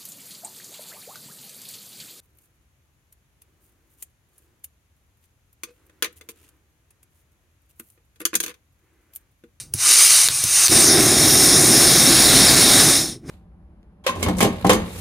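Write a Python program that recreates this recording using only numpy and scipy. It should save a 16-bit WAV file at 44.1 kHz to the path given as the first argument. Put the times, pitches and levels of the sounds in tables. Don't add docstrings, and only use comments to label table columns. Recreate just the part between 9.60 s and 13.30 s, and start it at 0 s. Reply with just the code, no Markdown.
import sys
import numpy as np
from scipy import signal
from scipy.fft import rfft, irfft, next_fast_len
from scipy.io import wavfile
from scipy.ndimage import uniform_filter1d, minimum_filter1d, map_coordinates

SR = 44100
rng = np.random.default_rng(int(sys.argv[2]) if len(sys.argv) > 2 else 0)


def store_wav(level_fs):
    pcm = np.round(np.clip(np.atleast_2d(level_fs), -1, 1) * 32767)
    wavfile.write(sys.argv[1], SR, pcm.T.astype(np.int16))


N = 163170

# t/s, level/dB
HISS_INTRO = [(0.0, -31.5), (0.04, -45.5), (0.12, -68)]
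HISS_UNLIT = [(0.16, -32), (0.172, -34), (0.204, -21), (0.262, -14.5), (0.388, -2), (0.632, -13),
              (0.728, -20.5), (0.876, -21), (0.966, -14), (1.06, -11.5)]
HISS_LIT = [(1.14, -12), (1.25, -10.5), (1.34, -15.5), (1.55, -15), (1.87, -12), (1.88, -13.5), (3.19, -12),
            (3.3, -14.5)]
HISS_STARVED = [(3.37, -16), (3.45, -24), (3.52, -32), (3.56, -45), (3.61, -72), (3.645, -63), (3.68, -47),
                (3.7, -41)]
# f/Hz, level/dB
COVERED_EQ = [(120, -82), (200, -52), (293, -38), (321, -17), (393, -23.5), (517, -25.5), (718, -16),
              (910, -20), (1110, -12.5), (1820, -13.5), (2350, -7.5), (2580, -11.5), (2770, -10),
              (3390, -12.5), (3780, -7), (5350, -4), (6080, -1.5), (7850, -6.5), (9250, 3), (10500, -5.5),
              (11900, -21), (13600, -7), (15700, -36)]
FREE_EQ = [(1470, -44), (2500, -14.5), (2810, -15), (3050, -18.5), (3250, -11), (3700, -3), (4030, -5.5),
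           (4660, -8), (5230, 1), (5430, 2.5), (5960, -6), (6840, -2.5), (7450, -9.5), (8110, -7.5),
           (8750, 0), (9170, 1.5), (10700, -3), (11300, -13.5), (11500, -16), (11800, -16), (12400, -21),
           (13200, -4.5), (13700, -9.5), (14100, -13), (15700, -29)]
# f/Hz, width/Hz, boost/dB
TUBE_PEAKS = [(2790, 39, 4.5), (3700, 58, 2), (3790, 49, 4), (4680, 34, 1.5), (5290, 70, 2), (5740, 70, 3),
              (6220, 92, 5), (8940, 70, 2), (9360, 30, 7), (10060, 77, 3)]
# f/Hz, level/dB
RUSH_EQ = [(300, -30), (900, -13), (1800, -8.5), (2900, -11.5), (3700, 1.5), (4900, -2.5), (5900, -12),
           (7000, -5.5), (9000, -15), (12000, -14), (15500, -21)]
# t/s, level/dB
RUSH_BLEND = [(1.9, -33), (2.3, -7.5), (2.45, -12), (2.53, -3), (2.62, -4.5), (2.72, -4), (3.2, -4.5),
              (3.5, -17.5)]
# t/s, level/dB
ROAR_BURNING = [(1.1, -26), (1.12, -18), (1.21, -20.5), (1.38, -18.5), (1.5, -20.5), (2.59, -18.5),
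                (2.8, -16.5), (3.3, -19.5)]
ROAR_STARVED = [(3.38, -24), (3.47, -29), (3.55, -35), (3.615, -48), (3.645, -37), (3.678, -37),
                (3.695, -27)]
# f/Hz, level/dB
ROAR_EQ = [(15, -49), (25, -24), (48, -6.5), (86, -6.5), (125, -0.5), (146, 2), (184, -4.5), (262, 1),
           (295, -1), (325, 2.5), (388, -6.5), (420, -0.5), (454, -11), (491, -8.5), (521, -8), (621, -7.5),
           (672, -6), (771, -6.5), (919, -16.5), (1120, -10.5), (1210, -13), (1940, -10), (2260, -10.5),
           (2550, -17.5), (2700, -19), (3510, -34), (5940, -120)]
# t/s, level/dB
HUM_ENVELOPE = [(1.1, -26), (1.26, -24.5), (1.38, -21), (1.5, -25.5), (1.62, -30.5), (1.82, -25),
                (2.1, -27), (2.4, -33), (3.0, -73)]
# t/s, tick level/dB, thud level/dB
BUTTON_CUES = [(0.1395, -10.5, -15), (0.8400, -7, -17.5)]
# t/s, snap level/dB, thud level/dB
SNAP_CUES = [(0.6864, 14.5, -16), (1.0817, 14.5, -8)]
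# f/Hz, level/dB
TOUCH_EQ = [(300, -20), (2000, -17), (3300, -2.5), (4300, -7), (5500, -1), (7500, -12.5), (11000, -11.5),
            (15500, -21)]
TICK_EQ = [(300, -16), (2000, -22), (3200, -18), (5500, -8), (8000, -10), (10000, 2), (11200, 1),
           (12500, -26), (15500, -9)]
SNAP_EQ = [(200, -11.5), (1200, -7), (2500, -5), (4000, 3), (7500, -5), (10500, -3.5), (13000, -10.5),
           (15500, -13.5)]
# f/Hz, level/dB, t60/s
TABLE_MODES = [(103, -5, 0.096), (129, -5, 0.096), (246, -6.5, .04), (348, -9, .035)]
# f/Hz, level/dB
ROOM_EQ = [(25, -20.5), (60, -1), (100, -2.5), (135, 5), (190, -14.5), (350, -15), (600, -27.5),
           (2000, -38), (15000, -52)]

LIGHT_S, CATCH_S = 1.086, 0.0064
HAND_LEAVES_S, HAND_FADE_S = 1.29, 0.018


def gas_jet():
    flow_db = curve(np.vstack([HISS_INTRO, HISS_UNLIT, HISS_LIT, HISS_STARVED]))
    free = np.maximum(0.4 * fade_in(LIGHT_S, CATCH_S), fade_in(HAND_LEAVES_S, HAND_FADE_S))
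    covered_hiss = amp(-0.3) * np.sqrt(1 - free) * noise(COVERED_EQ, TUBE_PEAKS)
    free_hiss = amp(1) * np.sqrt(free) * noise(FREE_EQ, TUBE_PEAKS)
    hiss = hand_sweep(covered_hiss + free_hiss)
    rush_gain = amp(curve(RUSH_BLEND))
    jet = turbulence(hiss + rush_gain * noise(RUSH_EQ)) / np.sqrt(1 + rush_gain ** 2)
    treble_db = 0.34 * free * np.clip(flow_db + 10.5, -20, 0)
    jet = high_shelf(jet, treble_db, corner_hz=8100, steepness=8)
    flicker_db = 0.1 * wobble(rate_hz=34.87) + 0.52 * wobble(rate_hz=400)
    return amp(flow_db + flicker_db) * scatter(jet)


def hand_sweep(hiss, depth=0.4, width_s=0.06):
    since = clock() - HAND_LEAVES_S
    delay_ms = np.clip(0.18 + 0.55 * since, 0, 1)
    echo = map_coordinates(hiss, [np.arange(N) - delay_ms * SR / 1000])
    return hiss + depth * np.exp(-(since / width_s) ** 2) * echo


def turbulence(jet, depth_db=1.3):
    spectrum = signal.stft(jet, nperseg=512)[2]
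    patches = uniform_filter1d(rng.standard_normal(spectrum.shape), size=7, axis=0)
    patches = uniform_filter1d(patches, size=14, axis=1)
    return signal.istft(spectrum * amp(depth_db * unit(patches)), nperseg=512)[1][:N]


def scatter(jet, wet_db=-11, t60=0.09, predelay_s=0.002):
    t = np.arange(SR // 20) / SR
    tail = rng.standard_normal(len(t)) * decay(t, t60) * (t > predelay_s)
    wet = signal.fftconvolve(jet, tail / np.linalg.norm(tail))[:N]
    return (jet + amp(wet_db) * wet) / np.sqrt(1 + amp(wet_db) ** 2)


def flame(hum_hz=349.5, hum_half_width_hz=47, trim_db=-0.5):
    lit = np.clip((clock() - LIGHT_S) / CATCH_S, 0, 1)
    size_db = curve(np.vstack([ROAR_BURNING, ROAR_STARVED]))
    treble_db = 1.17 * np.minimum(size_db + 23.5, 0)
    roar = high_shelf(noise(ROAR_EQ), treble_db, corner_hz=450, steepness=6)
    hum_band = lambda hz: 1 / (1 + ((hz - hum_hz) / hum_half_width_hz) ** 4)
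    hum = unit(filtered(rng.standard_normal(N), hum_band))
    flutter_db = 0.4 * wobble(rate_hz=27.99)
    return lit * (amp(size_db + trim_db + flutter_db) * roar + amp(curve(HUM_ENVELOPE)) * hum)


def igniter(touch_lead_s=0.002):
    out = np.zeros(N)
    for at, tick_db, thud_db in BUTTON_CUES:
        tick = contact(at, TICK_EQ, rise_s=0.00047, t60=0.0033, rattle_db=-13, rattle_t60=0.12)
        out += amp(tick_db) * tick + amp(thud_db) * thud(at + 0.004, rise_s=0.0049)
    for at, snap_db, thud_db in SNAP_CUES:
        snap = contact(at, SNAP_EQ, rise_s=0.0001, t60=0.005, rattle_db=-22, rattle_t60=0.1)
        out += amp(snap_db) * snap + amp(thud_db) * thud(at + 0.01, rise_s=0.005)
    for at, tick_db, _ in BUTTON_CUES:
        touch_at = at - touch_lead_s
        touch = contact(touch_at, TOUCH_EQ, rise_s=0.00016, t60=0.014, rattle_db=-26, rattle_t60=0.06)
        out += amp(tick_db - 13.5) * touch
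    return out


def contact(at, eq, rise_s, t60, rattle_db, rattle_t60):
    since = clock() - at
    age = np.maximum(since, 0)
    attack = np.exp(np.minimum(since, 0) / rise_s)
    return attack * (decay(age, t60) + amp(rattle_db) * decay(age, rattle_t60)) * noise(eq)


def thud(at, rise_s):
    age = np.maximum(clock() - at, 0)
    modes = sum(amp(db) * decay(age, t60) * np.sin(2 * np.pi * hz * age) for hz, db, t60 in TABLE_MODES)
    return -modes * (1 - np.exp(-age / rise_s))


def room_tone(level_db=-47):
    return amp(level_db) * noise(ROOM_EQ)


def amp(db):
    return 10 ** (np.asarray(db) / 20)


def unit(x):
    return x / np.sqrt(np.mean(x ** 2) + 1e-20)


def clock():
    return np.arange(N) / SR


def curve(rows):
    return np.interp(clock(), *np.transpose(rows))


def fade_in(at, width_s):
    return 0.5 + 0.5 * np.tanh((clock() - at) / width_s)


def decay(age, t60):
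    return np.exp(-np.log(1000) * age / t60)


def wobble(rate_hz):
    return map_coordinates(rng.standard_normal(int(N * rate_hz / SR) + 4), [clock() * rate_hz])


def filtered(x, response):
    size = next_fast_len(N + SR // 2)
    return irfft(rfft(x, size) * response(np.fft.rfftfreq(size, 1 / SR)), size)[:N]


def high_shelf(x, treble_db, corner_hz, steepness):
    body = filtered(x, lambda hz: 1 / (1 + (hz / corner_hz) ** steepness))
    return body + (x - body) * amp(treble_db)


def noise(eq, peaks=()):
    eq_hz, eq_db = np.transpose(eq)

    def response(hz):
        colour_db = np.interp(np.log(hz + 1), np.log(eq_hz + 1), eq_db)
        boost_db = sum(db / (1 + (2 * (hz - centre) / width) ** 2) for centre, width, db in peaks)
        return amp(colour_db + boost_db)

    return unit(filtered(rng.standard_normal(N), response))


def scene():
    mono = gas_jet() + flame() + igniter() + room_tone()
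    return np.array([mono, mono])


def record(dry):
    ceiling_db, lookahead_s, release_s, top_hz = -1, 0.0064, 0.019, 15780
    mono = dry[0]
    ahead = int(lookahead_s * SR)
    headroom_db = np.minimum(ceiling_db - 20 * np.log10(np.abs(mono) + 1e-9), -1e-6)
    duck_db = -minimum_filter1d(headroom_db, ahead, origin=-(ahead // 2))
    release = clock() / release_s
    duck_db = np.exp(np.maximum.accumulate(np.log(duck_db) + release) - release)
    limited = mono * amp(-uniform_filter1d(duck_db, size=40))
    out = filtered(limited, lambda hz: hz < top_hz)
    return np.array([out, out])


dry = scene()
out = record(dry)
store_wav(out)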